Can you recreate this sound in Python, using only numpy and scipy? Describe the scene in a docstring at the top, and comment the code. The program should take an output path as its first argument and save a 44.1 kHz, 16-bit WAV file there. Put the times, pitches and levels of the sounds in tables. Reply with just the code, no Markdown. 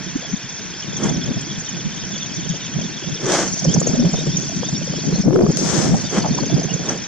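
"""A dense roost of small shorebirds twitters on driftwood at a marsh shore. Each call is a near-sine
from the syrinx: rising chips, soft peeps and slurred whistles stand out of the chatter of hundreds.
Birds fly close past, pushing air and hissing through their feathers. Wind eddies buffet the two
microphone ports; the strongest gust makes the gain control duck the flock."""
import sys
import numpy as np
from scipy import signal
from scipy.fft import rfft, irfft
from scipy.io import wavfile
from scipy.ndimage import uniform_filter1d

SR = 44100
rng = np.random.default_rng(int(sys.argv[2]) if len(sys.argv) > 2 else 0)


def store_wav(level_fs):
    """Save 16-bit WAV to argv[1]."""
    pcm = np.round(np.clip(np.atleast_2d(level_fs), -1, 1) * 32767)
    wavfile.write(sys.argv[1], SR, pcm.T.astype(np.int16))


N = 311787
TIME_S = np.arange(N) / SR
BINS_HZ = np.fft.rfftfreq(N, 1 / SR)
SIDES = np.array([[1], [-1]])  # left, right
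CHIP_S = .016

# left-right phase of the microphone pair at bearing 1: (frequency [Hz], phase [rad])
PAIR_PHASE = [(1500, 0), (3500, 0.5), (4500, 0.95), (5300, 1.68), (6200, 3.5), (9000, 0), (12000, 3)]
# flock activity: (time [s], high twitter gain [dB], low peeping gain [dB])
FLOCK_ACTIVITY = [(0, -1.5, 2), (1, -1.5, 0), (2.2, -0.5, 2.5), (3.2, -1, 4), (3.6, 4, -1.5),
                  (4.15, 3, 2.5), (4.5, 2.5, 2.5), (5.1, 2, 0.5), (5.5, 3.5, -2.5), (6.3, 2.5, 2.5),
                  (7.07, -1.5, 1)]
# wind strength at the microphone: (time [s], level [dB])
GUST_STRENGTH = [(0, -29.5), (.3, -28.5), (.42, -37), (.72, -33.5), (1.1, -21.5), (1.6, -32.5), (2.65, -26),
                 (3.0, -28.5), (3.6, -26.5), (3.66, -20), (4.05, -21), (4.55, -26), (5.22, -22.5),
                 (5.27, -7), (5.45, -6), (5.53, -21), (5.95, -18.5), (6.11, -27.5), (6.2, -19),
                 (6.7, -22.5), (7.07, -29.5)]


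def undb(db):
    """Decibels to gain."""
    return 10 ** (np.asarray(db) / 20)


def unit(x):
    """Scale to rms 1."""
    return x / np.sqrt(np.mean(np.abs(x) ** 2))


def at_hz(table, hz):
    """Interpolate (frequency [Hz], value) on a log-frequency axis."""
    points_hz, values = np.transpose(table)
    return np.interp(np.log(np.maximum(hz, 1)), np.log(points_hz), values)


def curves(table):
    """Columns of a timed table at every sample."""
    times_s, *columns = np.transpose(table)
    return [np.interp(TIME_S, times_s, column) for column in columns]


def add(out, start_s, sound):
    """Mix in a stereo sound."""
    i = int(np.clip(start_s * SR, 0, N - 1))
    out[:, i:i + sound.shape[1]] += sound[:, :N - i]


def progress(length_s):
    """Ramp from 0 to 1."""
    return np.linspace(0, 1, max(int(length_s * SR), 32))


def walk(rate_hz):
    """Random steps, smoothed twice; rms 1."""
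    hold = int(SR / rate_hz)
    steps = np.repeat(rng.standard_normal(N // hold + 1), hold)
    return unit(uniform_filter1d(uniform_filter1d(steps, hold), hold)[:N])


def jitter_pair(samples, knot_count):
    """Two random piecewise-linear curves."""
    u, knots = np.linspace(0, 1, samples), np.linspace(0, 1, knot_count)
    return np.array([np.interp(u, knots, row) for row in rng.standard_normal((2, knot_count))])


def noise(spectrum, apart, bearing=1):
    """Coloured stereo noise, rms 1; apart is the power share each port hears alone."""
    white = rfft(rng.standard_normal((3, N)))
    shared = white[2] * np.exp(.5j * SIDES * bearing * at_hz(PAIR_PHASE, BINS_HZ))
    ports = np.sqrt(1 - apart) * shared + np.sqrt(apart) * white[:2]
    return unit(irfft(ports * undb(at_hz(spectrum, BINS_HZ)), N))


def note(hz, db, bearing, rasp=.015):
    """Near-sine from the syrinx along a pitch track, with fast rasp in pitch and level."""
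    pitch_jitter, level_jitter = jitter_pair(len(hz), len(hz) // 64 + 3)
    phase = 2 * np.pi * np.cumsum(hz * (1 + rasp * pitch_jitter)) / SR
    swell = signal.windows.tukey(len(hz), .6) * undb(db + 2.5 * level_jitter)
    return swell * np.sin(phase + .5 * SIDES * bearing * at_hz(PAIR_PHASE, hz))


def chip(low_hz, top_hz, db, bearing, length_s, hook, fade_db=3):
    """Note that whips upwards, fading with height; hook is the share spent dipping first."""
    u = progress(length_s)
    rise = np.maximum(u - hook, 0) / (1 - hook)
    dip = np.maximum(hook - u, 0)
    height = rise ** 1.4 + 1.2 * dip ** 1.5
    return note(low_hz + (top_hz - low_hz) * height, db - fade_db * height, bearing)


def peep(length_s, start_hz, end_hz, db, bearing, arch=.038):
    """Gently arched whistle."""
    u = progress(length_s)
    glide_hz = start_hz + (end_hz - start_hz) * u
    return note(glide_hz * (1 + arch * np.sin(np.pi * u) ** 2 - arch / 2), db, bearing)


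def roost(chip_count=1900, high_peep_count=460, low_peep_count=850):
    """Hundreds of birds call at random distances and bearings; the furthest blend into hiss."""
    # distant high and low calls: (frequency [Hz], density [dB])
    far_twitter = [(3800, -38), (4300, -0.5), (4800, -0.5), (5800, 4.5), (6600, 1), (7200, -5.5),
                   (8000, -24.5), (10000, -28.5), (15000, -36)]
    far_peeping = [(2200, -20), (2600, -0.5), (2900, -8), (3300, 3), (3550, -13.5), (3900, -9), (4400, -52)]
    # notch and peak between peeps and chips: (frequency [Hz], gain [dB])
    colour = [(3550, 0.5), (3750, 1.5), (3930, -3), (4100, 10.5), (4350, 1)]
    high, low = np.zeros((2, 2, N))
    for when, pitch, sweep, length, hook, far in rng.random((chip_count, 6)):
        hz = 4450 + 2000 * pitch ** .5
        top_hz = min(hz + 100 + 900 * sweep, 7200)
        db = 2.5 * pitch - 11 * far ** .7
        call = chip(hz, top_hz, db, rng.normal(.95, .3), .007 + .01 * length, .65 * hook)
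        add(high, when * N / SR, call)
    for when, pitch, sweep, length, far in rng.random((high_peep_count, 5)):
        hz = 4400 + 2200 * pitch ** .7
        db = 3 * pitch - 4 - 13 * far ** .7
        call = peep(.01 + .014 * length, hz, hz + 900 * (sweep - .65), db, rng.normal(.85, .45))
        add(high, when * N / SR, call)
    for when, pitch, sweep, length, far in rng.random((low_peep_count, 5)):
        hz = 3680 - 1150 * pitch ** 1.9
        db = -8 * far ** .6 - 6 * pitch
        call = peep(.012 + .02 * length, hz, hz + 850 * (sweep - .85), db, rng.normal(1, 1))
        add(low, when * N / SR, call)
    high_db, low_db = curves(FLOCK_ACTIVITY)
    twitter = unit(high) + .72 * noise(far_twitter, apart=.35)
    peeping = unit(low) + .8 * noise(far_peeping, apart=.15)
    chatter = twitter * undb(high_db - 34.5) + peeping * undb(low_db - 44)
    return irfft(rfft(chatter) * undb(at_hz(colour, BINS_HZ)), N)


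def marsh(level_db=-37.5, drift_db=.5):
    """Steady wash of the open marsh."""
    # ambience: (frequency [Hz], density [dB])
    spectrum = [(60, -5.5), (250, 7.5), (500, 0), (800, -0.5), (1000, 0.5), (1230, -3), (1550, 5),
                (1850, 3.5), (2100, 1.5), (2450, 3.5), (3000, -19), (3500, 0), (4000, -5), (7000, -45),
                (15000, -57)]
    return noise(spectrum, apart=.12) * undb(level_db + drift_db * walk(3.56))


def wind(gain_db=-2.5, eddy_db=4.5, ragged_db=3, brighten=.83, usual_db=-23):
    """Eddies buffet each port; small, high ones come in bursts and grow fastest with the gust."""
    # turbulence at the ports: (frequency [Hz], density [dB])
    buffet = [(25, -46), (60, -15), (90, -18), (125, -3.5), (165, 0.5), (230, -4.5), (300, -9),
              (420, -18.5), (700, -25), (1200, -40), (2500, -51), (9000, -71.5)]
    gust_db, = curves(GUST_STRENGTH)
    port_db = gust_db + 2 * walk(18) + 3 * np.array([walk(45), walk(45)])
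    bright_db = brighten * np.minimum(gust_db - usual_db, 5)
    turbulence = rfft(noise(buffet, apart=.67))
    octave = np.clip(np.log2(np.maximum(BINS_HZ, 1) / 170), 0, 2)
    out = 0
    for k in range(3):
        band = irfft(turbulence * np.maximum(1 - np.abs(octave - k), 0), N)
        burst_db = (eddy_db + ragged_db * k / 2) * np.minimum([walk(80), walk(80)], 1)
        out += band * undb(gain_db + port_db + burst_db + np.sqrt(k / 2) * bright_db)
    return out


def squeaks(count=220, lowest_hz=6800, range_hz=1500, excitement=5.6):
    """Thin, very high chips, louder when the flock is excited; the highest are faintest."""
    out = np.zeros((2, N))
    busy_db, _ = curves(FLOCK_ACTIVITY)
    for when, pitch in rng.random((count, 2)):
        i = int(when * N)
        hz = lowest_hz + range_hz * pitch
        db = -47 + excitement * busy_db[i] - 18 * pitch
        add(out, TIME_S[i], chip(hz, hz + 500, db, bearing=.9, length_s=.01, hook=.4))
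    return out


def neighbours(count=34, base_hz=5950, base_db=-34):
    """Birds at mid distance chip by turns, each with its own pitch, sweep and level."""
    out = np.zeros((2, N))
    for turn, (when, pitch, loud, sweep, hook) in enumerate(rng.uniform(-1.2, 1, (count, 5))):
        hz = base_hz + 700 * pitch
        start_s = TIME_S[-1] * (turn + .5 + when / 2) / count
        call = chip(hz, hz + 700 + 550 * sweep, base_db + 3 * loud, .9, CHIP_S, .45 + .35 * hook)
        add(out, start_s, call)
    return out


def shore_echo(calls, echo_db, t60_s):
    """Calls plus their brief scatter from logs, bank and water."""
    t = np.arange(SR // 3) / SR
    tail = rng.standard_normal((2, len(t))) * undb(-60 * t / t60_s) * (t > .003)
    echo = signal.fftconvolve(calls, unit(tail) / np.sqrt(len(t)), axes=1)[:, :N]
    return calls + undb(echo_db) * echo


def thump(hz, length_s, db, waver=.11, push=.036):
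    """A vortex beats on the ports for a few uneven cycles, harder on one side."""
    u = progress(length_s)
    wobble = jitter_pair(len(u), int(hz * length_s) + 2)
    phase = 2 * np.pi * np.cumsum(hz * (1 + waver * wobble), axis=1) / SR
    balance = 1 + .45 * SIDES * rng.uniform(-1, 1)
    pressure = np.sin(phase) + push * rng.choice([-1, 1])
    return balance * pressure * np.sin(np.pi * u) ** .81 * undb(db)


def vortices(patter_count=110, lowest_hz=300, range_octaves=1.264, patter_s=.011):
    """Hard thumps, plus a patter of small, high ones whose level follows the wind."""
    # hardest vortices: (centre time [s], pitch [Hz], length [s], level [dB])
    thumps = [(0.161, 270, 0.016, -12.5), (0.341, 210, 0.02, -12), (1.371, 151, 0.033, -15),
              (1.866, 184, 0.041, -15.5), (2.507, 162, 0.031, -14.5), (3.285, 384, 0.13, -19.5),
              (3.685, 164.8, 0.049, -7.5), (3.783, 138, 0.021, -9.5), (4.21, 160, 0.11, -22),
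              (3.941, 197, 0.017, -9), (4.006, 232.5, 0.082, -9.5), (4.065, 168.7, 0.047, -9.5),
              (4.145, 166, 0.038, -13), (4.29, 151, 0.047, -13), (4.348, 162, 0.03, -14.5),
              (4.905, 174.8, 0.021, -13), (5.137, 172, 0.039, -10), (5.2, 184, 0.028, -8.5),
              (5.26, 187, 0.053, -6.5), (5.385, 367, .16, -1), (5.495, 159, 0.027, -4.5),
              (5.937, 182.6, 0.052, -4.5), (6.183, 199, 0.027, -9), (6.314, 236, 0.018, -10.5)]
    out = np.zeros((2, N))
    gust_db, = curves(GUST_STRENGTH)
    for centre_s, hz, length_s, db in thumps:
        add(out, centre_s - length_s / 2, thump(hz, length_s, db))
    for when, pitch, weak in rng.random((patter_count, 3)):
        i = int(when * N)
        db = gust_db[i] + 4.5 - 5.5 * (weak + pitch)
        add(out, TIME_S[i], thump(lowest_hz * 2 ** (range_octaves * pitch), patter_s, db))
    return out


def near_birds(chip_gain_db=2, chitter_gain_db=5, peep_gain_db=-1, slur_gain_db=-3):
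    """Close calls that stand out from the roost."""
    # rising chips: (time [s], lowest pitch [Hz], rise [Hz], level [dB])
    chips = [(0.804, 5230, 1000, -26.5), (.97, 5870, 1400, -19.5), (1.038, 5780, 1500, -18),
             (1.096, 5750, 1600, -21.5), (1.242, 5200, 990, -26), (1.411, 6740, 1400, -31),
             (1.592, 6730, 1200, -33), (1.693, 6130, 800, -25), (2.231, 5760, 1300, -26),
             (2.495, 5960, 1300, -22.5), (3.147, 5200, 1100, -28.5), (4.001, 5440, 700, -20),
             (4.374, 5860, 1460, -14), (4.692, 5980, 800, -20), (5.161, 5950, 600, -25),
             (6.227, 4300, 500, -27), (6.312, 4300, 500, -30.5), (6.351, 5780, 700, -19.5),
             (6.406, 4420, 298, -28), (6.548, 4950, 400, -29), (6.597, 4840, 500, -29.5),
             (6.742, 6180, 600, -20), (6.894, 5680, 900, -14.5)]
    # one bird's run of hooked notes: (time [s], lowest pitch [Hz], level [dB])
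    chitter = [(3.263, 5640, -25.5), (3.482, 5500, -24.5), (3.541, 5470, -24.5), (3.596, 5520, -23),
               (3.648, 5360, -23), (3.746, 5640, -17), (3.803, 6740, -22), (3.873, 6260, -21)]
    # plain peeps: (time [s], length [s], start pitch [Hz], end pitch [Hz], level [dB])
    peeps = [(0.231, 0.049, 3320, 3310, -32), (.952, 0.025, 3580, 3230, -30),
             (1.13, 0.036, 6500, 5050, -26.5), (1.21, 0.033, 3500, 3140, -26.5),
             (1.492, 0.035, 3460, 3170, -28), (2.149, 0.019, 3600, 3150, -24.5),
             (2.213, 0.027, 3720, 3180, -27.5), (4.753, 0.036, 5320, 5600, -25),
             (4.96, 0.021, 5410, 5440, -28), (5.205, 0.064, 5420, 5450, -28.5),
             (6.04, 0.056, 3610, 3570, -31.5), (6.197, 0.014, 6300, 5870, -29),
             (6.277, 0.011, 6300, 6000, -24), (6.316, 0.034, 3600, 3540, -33.5),
             (6.456, 0.014, 6100, 6330, -24.5), (6.507, .03, 3400, 3560, -31.5),
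             (6.628, 0.016, 6000, 6400, -23.5), (6.683, 0.046, 2710, 2890, -30.5)]
    # slurred whistles, by 2nd harmonic: (time [s], length [s], start pitch [Hz], rise [Hz], level [dB])
    slurs = [(3.67, 0.077, 3080, 393, -26.5), (4.143, 0.085, 3560, 139, -26.5),
             (4.278, 0.097, 3180, 522, -30.5), (4.613, 0.087, 3220, 407, -29.5),
             (4.897, 0.12, 3100, 267, -33.5), (5.123, 0.063, 4110, 150, -29.5)]
    # slur partials: (harmonic number, gain [dB])
    slur_harmonics = [(2, 0), (3, -5)]
    out = np.zeros((2, N))
    for time_s, hz, rise_hz, db in chips:
        bearing = rng.normal(.9, .2)
        length_s = CHIP_S * rng.uniform(.8, 1.2)
        add(out, time_s - .007, chip(hz, hz + rise_hz, db + chip_gain_db, bearing, length_s, hook=.25))
    for time_s, hz, db in chitter:
        call = chip(hz, 8610, db + chitter_gain_db, bearing=.4, length_s=.0145, hook=.6, fade_db=0)
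        add(out, time_s - .008, call)
    for time_s, length_s, start_hz, end_hz, db in peeps:
        add(out, time_s, peep(length_s, start_hz, end_hz, db + peep_gain_db, rng.normal(.37, .1)))
    for time_s, length_s, start_hz, rise_hz, db in slurs:
        hz = start_hz + rise_hz * np.sin(1.75 * progress(length_s)) ** 2  # climbs, levels off
        for k, harmonic_db in slur_harmonics:
            add(out, time_s, note(hz * k / 2, db + slur_gain_db + harmonic_db, bearing=.13, rasp=.026))
    return out


def pips(count=30, from_s=.75, to_s=3.2, base_hz=3480, fall_hz=420, length_s=.0213, base_db=-32.5):
    """One bird's run of quick falling pips before the flock stirs."""
    out = np.zeros((2, N))
    for turn, (when, pitch, loud) in enumerate(rng.uniform(-1.1, 1, (count, 3))):
        hz = base_hz + 160 * pitch
        start_s = from_s + (to_s - from_s) * (turn + when / 3) / count
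        add(out, start_s, peep(length_s, hz, hz - fall_hz, base_db + 2 * loud, bearing=.6))
    return out


def wings(beat_hz=17, flick_sigma_s=.0009, rush_decay_s=.13):
    """Passing birds push air and hiss through their feathers, pulsing lightly with the wingbeat."""
    # fly-bys: (nearest time [s], approach sigma [s], retreat sigma [s], air level [dB],
    # hiss level [dB], hiss left minus right [dB], unshared air power [0-1])
    passes = [(1.072, 0.055, 0.026, -26, -35.5, -2, 0.048), (3.351, 0.063, 0.071, -18, -23.5, 0.5, 0.053),
              (5.735, 0.076, 0.15, -24, -28.5, 13, 0.41), (6.173, 0.033, 0.024, -21, -30, 5, 0.33),
              (6.9, 0.046, 0.043, -26.5, -35.5, 1, 0.088)]
    # wing-tip flicks, each opening a rush: (time [s], level [dB], rush [dB], left minus right [dB])
    flicks = [(3.321, -14, -32, -3), (5.572, -16.5, -32.5, 13)]
    # pushed air and feather hiss: (frequency [Hz], density [dB])
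    air_spectrum = [(90, -32), (180, -23), (350, -2), (700, -10), (1100, -14), (1750, -14.5), (2100, -18.5),
                    (2800, -25.5), (3300, -17.5), (4000, -38), (8000, -63)]
    hiss_spectrum = [(2500, -14), (4000, -6.5), (5000, -2.5), (6200, 4.5), (7000, -1.5), (8200, -8.5),
                     (10000, -23), (15000, -50)]
    beat = undb(.7 * np.sin(2 * np.pi * beat_hz * TIME_S + walk(5)) + .8 * walk(200))
    feathers = noise(hiss_spectrum, apart=.75, bearing=.13)
    snap = noise(hiss_spectrum, apart=.69, bearing=0) + undb(-8) * noise(air_spectrum, apart=.077)
    out = 0
    for time_s, db, rush_db, pan_db in flicks:
        t = TIME_S - time_s
        flick = undb(db) * np.exp(-.5 * (t / flick_sigma_s) ** 2)
        rush = undb(rush_db) * (t > 0) * np.exp(-np.abs(t) / rush_decay_s)
        out += undb(SIDES * pan_db / 2) * (flick * snap + rush * beat * feathers)
    for time_s, approach_s, retreat_s, air_db, hiss_db, pan_db, apart in passes:
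        t = TIME_S - time_s
        nearness = np.exp(-.5 * (t / np.where(t < 0, approach_s, retreat_s)) ** 2)
        air = undb(air_db) * noise(air_spectrum, apart)
        hiss = undb(hiss_db + SIDES * pan_db / 2) * feathers
        out += nearness * beat * (air + hiss)
    return out


def knocks(puff_db=-6.5, attack_s=.0055, decay_s=.007, octaves=.33, crackle_db=-10.5, crackle_s=.0025):
    """Small eddies brush the ports: a soft, unpitched puff and a pinch of crackle each."""
    # eddies: (peak time [s], band centre [Hz], level [dB])
    eddies = [(3.653, 555, -13.5), (3.765, 690, -16.5), (3.818, 480, -11.5), (3.872, 524, -12.5),
              (3.938, 392, -15), (4.026, 524, -18.5), (4.053, 497, -13), (4.143, 620, -14.5),
              (4.268, 418, -19), (4.633, 495, -15), (4.938, 503, -19), (5.126, 403, -13.5),
              (5.285, 470, -10), (5.309, 523, -7), (5.332, 400, -5), (5.361, 480, 3), (5.392, 520, -1.5),
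              (5.411, 470, 0.5), (5.467, 440, -2), (5.499, 407, -10.5), (5.944, 654, -8.5),
              (6.247, 860, -13.5), (6.262, 670, -10), (6.388, 870, -15), (6.435, 454, -14)]
    # eddy crackle: (frequency [Hz], density [dB])
    crackle_spectrum = [(100, -15), (500, -2), (1200, -6), (2000, -19), (4000, -31), (15000, -50)]
    out = np.zeros((2, N))
    t = np.arange(-SR // 30, SR // 20) / SR
    bins_hz = np.maximum(np.fft.rfftfreq(len(t), 1 / SR), 1)
    swell = np.exp(np.minimum(t / attack_s, -t / decay_s))
    crackle = noise(crackle_spectrum, apart=.66)
    for peak_s, hz, db in eddies:
        i = int(peak_s * SR)
        white = rfft(rng.standard_normal((3, len(t))))
        band = np.exp(-.5 * (np.log2(bins_hz / hz) / octaves) ** 2)
        puff = swell * irfft((white[:2] + white[2]) * band, len(t))
        puff = unit(puff) * np.sqrt(np.mean(swell ** 2))
        pinch = crackle[:, i:i + len(t)] * np.exp(-np.abs(t) / crackle_s)
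        add(out, peak_s + t[0], (undb(puff_db) * puff + undb(crackle_db) * pinch) * undb(db))
    return out


def scene():
    """Flock, wings and wind over the marsh."""
    wash = marsh()
    further = shore_echo(neighbours(), echo_db=-5, t60_s=.06)
    close = shore_echo(near_birds() + pips() + squeaks(), echo_db=-9, t60_s=.026)
    return close + further + roost() + knocks() + wings() + wind() + vortices() + wash


def record(dry, threshold_db=-14, ratio=6, window_s=.081, ceiling=.95, cutoff_hz=15400):
    """Gain control ducks the loudest gusts; soft clip, then low-pass."""
    power = uniform_filter1d(np.mean(dry ** 2, axis=0), int(window_s * SR))
    over_db = np.maximum(10 * np.log10(np.abs(power) + 1e-12) - threshold_db, 0)
    held = dry * undb(-over_db * (1 - 1 / ratio))
    rounded = held / (1 + (held / ceiling) ** 8) ** .125
    return signal.sosfilt(signal.ellip(8, .2, 70, cutoff_hz, fs=SR, output="sos"), rounded)


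dry = scene()
out = record(dry)
store_wav(out)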